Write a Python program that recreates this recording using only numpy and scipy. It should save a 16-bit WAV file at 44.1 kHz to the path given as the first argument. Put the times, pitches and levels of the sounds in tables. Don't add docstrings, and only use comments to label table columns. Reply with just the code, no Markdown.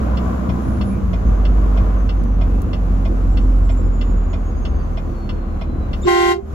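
import sys
import numpy as np
from scipy import signal
from scipy.fft import rfft, irfft, next_fast_len
from scipy.io import wavfile
from scipy.ndimage import uniform_filter1d, minimum_filter1d, map_coordinates

SR = 44100
rng = np.random.default_rng(int(sys.argv[2]) if len(sys.argv) > 2 else 0)


def wav_record(signal):
    frames = np.transpose(np.atleast_2d(signal))
    bounded = np.clip(frames, -1, 1)
    quanta = np.round(bounded * 32767).astype(np.int16)
    wavfile.write(sys.argv[1], SR, quanta)


N = 288414
TIME = np.arange(N) / SR

# time_s, rate_hz
FIRING_RATE = [(0, 60), (.45, 62), (.67, 60), (1, 54.3), (1.3, 49.1), (1.8, 49), (2.2, 47.7), (2.5, 45.3),
               (2.66, 48), (2.85, 46.2), (3.17, 45.1), (3.6, 44.7), (4, 42.7), (4.6, 40.9), (4.9, 40),
               (5.3, 38.2), (6.54, 36.5)]
# time_s, level_db
BOOM_LEVEL = [(0, -20), (.1, -16.5), (.3, -24), (1.15, -20), (1.32, -13), (1.75, -11), (2.1, -15.5),
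              (2.54, -14), (2.67, -26), (2.8, -16), (3.05, -17), (3.3, -13), (3.65, -10.5), (3.85, -15),
              (4.2, -15.5), (4.5, -21.5), (6.05, -25.5), (6.54, -47)]
# frequency_hz, level_db
PANEL_SPECTRUM = [(35, -42), (60, 0), (134, -20.5), (194, -14), (255, -16), (297, -20), (334, -18.5),
                  (386, -36.5), (520, -23.5), (680, -63.5), (1140, -120)]
# firing_multiple, level_db
HUM_ORDERS = [(1.75, -30.5), (2, -22.5), (3, -29), (3.5, -25.5), (4, -32.5), (4.35, -37), (5.25, -36.5),
              (5.75, -31), (7.5, -34.5), (8.75, -25.5), (9.5, -28)]
# centre_hz, width_hz, level_db
CAB_MODES = [(74.8, 10.7, 1.5), (89.4, 10.2, 0), (113.5, 15, -5.5), (139.3, 3.6, -13), (160.8, 6.5, -6),
             (184.1, 6.9, -2), (198.8, 13.4, 0), (214.4, 8.3, -12.5), (244.5, 11, -9.5), (259.4, 15.6, 2),
             (337.6, 16.3, -6.5), (374, 19, -17)]
# time_s, level_db
CLATTER_LEVEL = [(0, -37.5), (.25, -35), (.6, -38.5), (.9, -43), (1.05, -54), (1.25, -43), (1.6, -44),
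                 (1.95, -38), (2.15, -54), (6.5, -63)]
# centre_hz, width_hz, level_db
BLOCK_MODES = [(612, 38, 0), (1008, 80, -0.5), (1154, 61, -1), (1440, 120, -9)]

# harmonic_number, left_db, right_db
LOW_HORN_PARTIALS = [(1, -17, -11.5), (2, -25, -31), (3, -17, -20.5), (4, -28.5, -32.5), (5, -37.5, -41),
                     (6, -25, -31.5), (7, -55, -45), (8, -36, -44), (9, -34.5, -38), (10, -56, -46),
                     (11, -35, -61), (12, -53, -36.5), (13, -44, -40), (14, -48, -55), (15, -46, -42),
                     (16, -53, -47), (17, -48, -46), (18, -49, -42), (19, -51, -45), (20, -47, -48),
                     (21, -49, -47)]
HIGH_HORN_PARTIALS = [(1, -21.5, -19), (2, -21, -20.5), (3, -49, -45), (4, -30, -33), (5, -23.5, -28),
                      (6, -36.5, -49), (7, -48, -33), (8, -35.5, -36.5), (9, -44, -37.5), (10, -42, -46),
                      (11, -42, -55), (12, -52, -45), (13, -55, -45), (14, -59, -56), (15, -49, -51),
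                      (16, -52, -45), (17, -52, -49), (18, -48, -54), (19, -46, -51)]
# frequency_hz, level_db
NOTCHED_HORN_TREBLE = [(7800, -46.5), (8300, -71), (9100, -92), (10000, -57), (11000, -54.5), (12200, -62),
                       (13300, -74), (15500, -61)]
# frequency_hz, base_t60_s
HORN_DECAY = [(350, 0.19), (390, 0.4), (700, 0.24), (1100, 0.098), (3000, 0.12), (10000, 0.085)]
# frequency_hz, level_db
RASP_SPECTRUM = [(250, 0), (500, -1.5), (1200, 0.5), (3000, 1.5), (7000, -11), (11000, -27), (15500, -29.5)]

# frequency_hz, level_db
TICK_MODES = [(602, 1), (1001, -9), (1195, 0.5), (1453, -7.5), (2034, -5.5), (2110, -11.5), (2562, -11),
              (2700, -1), (2756, 0.5), (2939, -1.5), (3020, -3), (3326, -7), (3413, -8), (3499, -9),
              (3692, -7), (4349, -7.5), (5232, -11), (5350, -11.5)]
TOCK_MODES = [(958, 3), (1098, 3.5), (1442, -3), (2030, -7.5), (2121, -0.5), (2390, -3.5), (2450, 1),
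              (2939, -13), (3025, -8.5), (3262, -9), (3413, -7), (3811, -15), (4220, -15), (4748, -20),
              (5360, -20), (5566, -14.5)]
# frequency_hz, level_db
CRACK_SPECTRUM = [(500, -24), (1200, -8), (3000, -2.5), (3650, -2.5), (3950, -15), (4450, -4.5),
                  (5100, -13.5), (5400, -5.5), (5750, -17.5), (6300, -21.5), (12000, -41)]

# time_s, pitch_hz
TURBO_PITCH = [(1, 6600), (1.3, 6430), (1.95, 6300), (2.4, 5980), (3.05, 5670), (3.76, 5260), (4.6, 4760),
               (5.25, 4340), (6, 3830)]
# start_s, shape_s, end_s, pitch_multiple, blur_fraction, level_db
# A spurt swells until shape_s; rows with shape_s before start_s only fade.
TURBO_SPURTS = [(1.1, 1.3, 1.4, 1, .002, -66), (1.85, 2.1, 2.4, 1, .002, -67),
                (2.95, 2.5, 3.95, 1, 0.0027, -71), (4.45, 5.3, 5.7, 1, .005, -70),
                (5.22, 5.25, 5.33, 1, .005, -57.5), (5.5, 5.59, 5.95, 1, 0.007, -65),
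                (3.25, 3.3, 3.65, 1.375, 0.0057, -68.5), (3.68, 3.1, 4.7, 1.375, .007, -57.5),
                (4.7, 4.8, 5.1, 1.375, .007, -65), (3.5, 3.3, 3.8, 2, .004, -67)]

# time_s, level_db
TYRE_LEVEL = [(0.0, -36), (0.23, -36), (1.0, -39.5), (1.79, -37.5), (1.97, -37.5), (2.17, -40.5),
              (2.94, -40), (3.09, -40.5), (6.0, -42.5)]
# frequency_hz, level_db
TYRE_SPECTRUM = [(250, -38), (340, -6), (420, -4), (580, -6.5), (790, -8), (886, -15.5), (1010, -10),
                 (1160, -11), (1500, -17), (1770, -23.5), (2680, -30), (5000, -44), (6500, -73),
                 (11000, -120)]
# time_s, level_db
HISS_LEVEL = [(0.0, -64.5), (0.8, -64), (0.92, -66.5), (1.27, -69), (1.55, -65.5), (2.17, -70),
              (3.53, -66.5), (3.81, -71), (5.11, -71), (5.43, -73.5), (5.9, -73.5), (6.0, -67.5)]
# frequency_hz, level_db
NOTCHED_HISS = [(1500, -12), (3000, -3), (5000, -1), (7000, 3.5), (9000, -16.5), (11500, 1), (13500, -20.5),
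                (15500, -7)]
# time_s, level_db, centre_hz
TRIM_CLICKS = [(2.236, -47, 5030), (2.618, -38.5, 10400)]
# start_s, pitch_hz, glide_hz_per_s, level_db, length_s, blur_fraction
SQUEAKS = [(.55, 10300, 1, -59, 0.33, 0.012), (0.833, 10350, 1, -53, .13, .016),
           (.88, 2380, -500, -49.5, 0.12, .04), (2.431, 2560, 547.5, -58, 0.36, 0.0415),
           (6.014, 7070, 0, -40, 0.025, .005), (6.035, 7360, 0, -43, 0.029, .015),
           (6.028, 3620, 0, -39, 0.021, .015), (6.048, 3620, -0.5, -43, 0.015, .015)]
# frequency_hz, correlation
CAB_CORRELATION = [(60, 0.86), (130, 0.91), (290, 0.57), (640, -0.13), (3000, -0.064), (15000, 0.15)]
# frequency_hz, left_minus_right_db
CAB_BALANCE = [(60, 1.5), (110, 3), (200, -3.5), (380, 0), (700, 3.5), (1300, 0.5), (3000, 0)]

HORN_ON_S, HORN_OFF_S = 6.075, 6.32
LOW_HORN_HZ, HIGH_HORN_HZ = 351.05, 390.5
TOP_HZ = 15800
OPPOSED = np.array([[1], [-1]])


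def engine(firing_hz, level_db, cylinders=6):
    cycle = phase_of(firing_hz) / cylinders
    boom = amp(curve(BOOM_LEVEL) - 0.5 + 1.3 * wobble(16)) * unit(np.sin(cylinders * cycle))
    orders = np.zeros((2, N))
    for k in range(cylinders + 1, cylinders * (cylinders + 1) + 1):
        strength_db = at_hz(PANEL_SPECTRUM, firing_hz * k / cylinders) + 3 * wobble(3.005)
        spread = rng.normal(0, 0.24) * OPPOSED
        phase = k * cycle + rng.uniform(0, 2 * np.pi) + spread + 0.56 * wobble(7)
        orders += amp(strength_db) * np.sin(phase)
    orders = unit(filtered(orders, cab_balance))
    rumble = cab_noise(PANEL_SPECTRUM) * (1 + 0.58 * np.cos(cylinders * cycle)) * amp(3 * wobble(16))
    return boom * pan(-1.3) + amp(level_db - 4) * orders + amp(level_db - 3) * rumble


def cab_hums(firing_hz):
    out = np.zeros((2, N))
    for order, db in HUM_ORDERS:
        hz = order * firing_hz
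        resonance = sum(amp(mode_db) / (1 + (2 * (hz - centre) / width) ** 2)
                        for centre, width, mode_db in CAB_MODES)
        tone = unit(np.sin(phase_of(hz) + rng.uniform(0, 2 * np.pi) + 0.1 * wobble(9)))
        out += amp(db - 3 + 1.68 * wobble(8)) * resonance * tone * cab_balance(hz)
    return out


def diesel_clatter(firing_hz):
    def block(hz):
        return sum((-1) ** k * amp(db) * 1j * resonator(hz, centre, width)
                   for k, (centre, width, db) in enumerate(BLOCK_MODES))
    throb = 1 + 0.69 * np.cos(phase_of(firing_hz))
    bursts = throb * amp(wobble(40)) * rng.standard_normal((2, N))
    return amp(curve(CLATTER_LEVEL)) * unit(filtered(bursts, block)) * pan(3)


def horn_blast():
    low = horn(LOW_HORN_HZ, LOW_HORN_PARTIALS, gain_db=8.5, neighbour_hz=HIGH_HORN_HZ,
               ring_scale=1.21, jitter=0.0004, rough_rad=0.015, flutter_db=0.4)
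    high = horn(HIGH_HORN_HZ, HIGH_HORN_PARTIALS, gain_db=9, neighbour_hz=LOW_HORN_HZ,
                ring_scale=0.98, jitter=0.00032, rough_rad=0.013, flutter_db=0.47)
    rasp_db = -28.5 - 650 * np.maximum(HORN_ON_S - TIME, 0) - 450 * np.maximum(TIME - HORN_OFF_S, 0)
    buzz = 1 + 0.3 * np.sin(2 * np.pi * LOW_HORN_HZ * TIME)
    return low + high + amp(rasp_db) * cab_noise(RASP_SPECTRUM) * buzz


def horn(pitch_hz, partials, gain_db, neighbour_hz, ring_scale, jitter, rough_rad, flutter_db):
    live = TIME > HORN_ON_S - 0.12
    t = TIME[live]
    sharp, settle_s = 0.018, 0.013
    settling = np.exp(-np.maximum(TIME - HORN_ON_S, 0) / settle_s)
    moving_hz = pitch_hz * (1 + sharp * settling + jitter * wobble(200))
    coupling = 0.041 * np.sin(2 * np.pi * neighbour_hz * TIME)
    phase = (phase_of(moving_hz) + coupling + rough_rad * wobble(500))[live]
    ragged_db = 4 * (settling[live] + np.clip((t - HORN_OFF_S) / settle_s, 0, 1))
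    tilt_db_per_octave = -0.05 * np.exp(-np.maximum(t - HORN_ON_S, 0) / 0.066)
    out = np.zeros((2, N))
    for k in range(1, int(TOP_HZ / pitch_hz)):
        hz = k * pitch_hz
        treble_db = at_hz(NOTCHED_HORN_TREBLE, hz) + rng.normal(0, 3, 2)
        db = np.array(partials[k - 1][1:]) if k <= len(partials) else treble_db
        waver_db = (flutter_db * np.sqrt(k) + ragged_db) * np.array([wobble(55, t), wobble(55, t)])
        level = amp(db[:, None] + gain_db + tilt_db_per_octave * np.log2(k) + waver_db)
        offset = rng.uniform(0, 2 * np.pi) + rng.choice([-1, 1]) * np.pi / 4 * OPPOSED
        out[:, live] += level * np.sqrt(2) * np.sin(k * phase + offset) * horn_envelope(hz, t, ring_scale)
    return out


def horn_envelope(hz, t, ring_scale):
    lowness = (LOW_HORN_HZ / hz) ** 2
    onset_s = HORN_ON_S + 0.007 * (1 - lowness)
    rise_s = 0.0028 + 0.0058 * lowness
    swell = 1 / (1 + np.exp(np.clip((onset_s - t) / rise_s, -50, 50)))
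    t60_s = ring_scale * at_hz(HORN_DECAY, hz)
    return swell * amp(-60 * np.maximum(t - HORN_OFF_S, 0) / t60_s)


def indicator(first_s=0.17119, period_s=0.64, lamp_on_s=0.32):
    on_s = np.arange(first_s, N / SR - period_s / 2, period_s)
    off_s = on_s + lamp_on_s
    ticks = relay(on_s, TICK_MODES, gain_db=-32, lean_db=0.5, t60_s=0.081, rise_s=0.0034,
                  crack_db=0, crack_t60_s=0.098, vary_db=1.4)
    tocks = relay(off_s, TOCK_MODES, gain_db=-31.5, lean_db=0.7, t60_s=0.082, rise_s=0.011,
                  crack_db=-3, crack_t60_s=0.11, vary_db=0.4)
    return ticks + tocks + dashboard_knocks(off_s + 0.00505)


def relay(times_s, case_modes, gain_db, lean_db, t60_s, rise_s, crack_db, crack_t60_s, vary_db):
    out = np.zeros((2, N))
    t = np.arange(SR // 6) / SR
    hz, strengths_db = np.transpose(case_modes)
    hz = hz[:, None, None]
    phase = rng.uniform(0, 2 * np.pi, hz.shape) + rng.choice([-1, 1], hz.shape) * np.pi / 4 * OPPOSED
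    modes = np.sin(2 * np.pi * hz * t + phase) * struck(t, t60_s, rise_s)
    crack = snap(lambda f: amp(at_hz(CRACK_SPECTRUM, f)), crack_t60_s, rise_s=0.00055, samples=len(t))
    for start_s in times_s:
        strengths = amp(strengths_db + vary_db * rng.standard_normal(len(hz)))
        ring = np.tensordot(strengths, modes, 1)
        add(out, start_s, amp(gain_db) * pan(lean_db) * (ring + amp(crack_db) * crack))
    return out


def dashboard_knocks(times_s, pitch_hz=656):
    out = np.zeros((2, N))
    t = np.arange(SR // 8) / SR
    for start_s in times_s:
        tone = np.sin(2 * np.pi * pitch_hz * t + rng.normal(0, 0.18, (2, 1)))
        add(out, start_s, amp(-19.5) * tone * struck(t, t60_s=0.047, rise_s=0.0031))
    return out


def turbo(dip_db=5, cut_db_per_s=131, flutter_db=4.5):
    out = np.zeros((2, N))
    turbo_hz = curve(TURBO_PITCH)
    for start_s, shape_s, end_s, multiple, blur, db in TURBO_SPURTS:
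        phase = phase_of(multiple * turbo_hz * (1 + blur * wobble(300)))
        dip = np.interp(TIME, [start_s, shape_s, end_s], [1, 0, 1])
        outside_s = np.abs(TIME - np.clip(TIME, start_s, end_s))
        level = amp(db - dip_db * dip - cut_db_per_s * outside_s + flutter_db * wobble(36))
        out += [level * unit(np.sin(phase + 0.94 * wobble(30))) for _ in range(2)]
    return out


def road_noise(firing_hz):
    throb = 1 + 0.064 * np.cos(phase_of(firing_hz))
    roar = amp(curve(TYRE_LEVEL) + 6 + 0.55 * wobble(10)) * unit(throb * cab_noise(TYRE_SPECTRUM))
    hiss = amp(curve(HISS_LEVEL) + 11 + 1.2 * wobble(8.8)) * cab_noise(NOTCHED_HISS)
    return roar + hiss


def trim_clicks():
    out = np.zeros((2, N))
    for start_s, db, centre_hz in TRIM_CLICKS:
        click = snap(lambda hz: resonator(hz, centre_hz, centre_hz), t60_s=0.023, rise_s=0.0003)
        add(out, start_s, amp(db + 7.5) * click)
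    return out


def squeaks():
    out = np.zeros(N)
    for start_s, pitch_hz, glide, db, length_s, blur in SQUEAKS:
        age_s = TIME - start_s
        arch = np.sin(np.pi * np.clip(age_s / length_s, 0, 1))
        hz = (pitch_hz + glide * age_s) * (1 + blur * wobble(700))
        out += amp(db) * arch * np.sin(phase_of(hz))
    return out


def snap(response, t60_s, rise_s, samples=5000):
    t = np.arange(samples) / SR
    burst = filtered(rng.standard_normal((2, samples)) * struck(t, t60_s, rise_s), response)
    return burst / np.linalg.norm(burst) * np.sqrt(t60_s * SR) / 5


def cab_noise(spectrum):
    def mid_and_side(hz):
        angle = np.arccos(np.clip(at_hz(CAB_CORRELATION, hz), -1, 1)) / 2
        return amp(at_hz(spectrum, hz)) * [np.cos(angle), np.sin(angle)]
    mid, side = filtered(rng.standard_normal((2, N)), mid_and_side)
    return unit(filtered(np.array([mid + side, mid - side]), cab_balance))


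def cab_balance(hz):
    return pan(at_hz(CAB_BALANCE, hz))


def resonator(hz, centre_hz, width_hz):
    return hz * width_hz / (centre_hz ** 2 - hz ** 2 + 1j * hz * width_hz)


def struck(t, t60_s, rise_s):
    return amp(-60 * t / t60_s) * (1 - np.exp(-t / rise_s))


def amp(db):
    return 10 ** (np.asarray(db) / 20)


def unit(x):
    return x / np.sqrt(np.mean(x ** 2) + 1e-20)


def at_hz(table, hz):
    table_hz, values = np.transpose(table)
    return np.interp(np.log(hz + 1), np.log(table_hz + 1), values)


def curve(table):
    return np.interp(TIME, *np.transpose(table))


def wobble(rate, t=TIME):
    return map_coordinates(rng.standard_normal(int(N * rate / SR) + 4), [t * rate])


def phase_of(hz):
    return 2 * np.pi * np.cumsum(hz) / SR


def pan(lean_db):
    return amp(OPPOSED * lean_db / 2)


def filtered(x, response):
    size = next_fast_len(x.shape[-1] + 8192)
    return irfft(rfft(x, size) * response(np.fft.rfftfreq(size, 1 / SR)), size)[..., :x.shape[-1]]


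def add(track, start_s, sound):
    part = track[:, round(start_s * SR):][:, :sound.shape[1]]
    part += sound[:, :part.shape[1]]


def gain_control(x, limit_db, hold_s, release_db_per_s, attack_s):
    sensed = filtered(x, lambda hz: hz ** 2 / (hz ** 2 + 150 ** 2))
    power = np.abs(uniform_filter1d(np.mean(sensed ** 2, axis=0), size=600))
    excess_db = np.maximum(10 * np.log10(power + 1e-12) - limit_db, 0)
    half_hold = int(hold_s * SR / 2)
    held_db = -minimum_filter1d(-excess_db, 2 * half_hold + 1, origin=half_hold)
    cut_db = np.maximum.accumulate(held_db + release_db_per_s * TIME) - release_db_per_s * TIME
    pole = np.exp(-1 / (attack_s * SR))
    return x * amp(-signal.lfilter([1 - pole], [1, -pole], cut_db))


def scene(cruise_hz=50, effort_db_per_octave=8.5):
    firing_hz = curve(FIRING_RATE)
    effort_db = effort_db_per_octave * np.log2(firing_hz / cruise_hz)
    diesel = engine(firing_hz, level_db=effort_db - 22)
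    diesel += amp(effort_db) * cab_hums(firing_hz) + diesel_clatter(firing_hz)
    return diesel + road_noise(firing_hz) + turbo() + indicator() + trim_clicks() + squeaks() + horn_blast()


def record(dry):
    limited = gain_control(dry, limit_db=-12.5, hold_s=0.11, release_db_per_s=105.5, attack_s=0.0048)
    return filtered(limited, lambda hz: hz < TOP_HZ)


dry = scene()
out = record(dry)
wav_record(out)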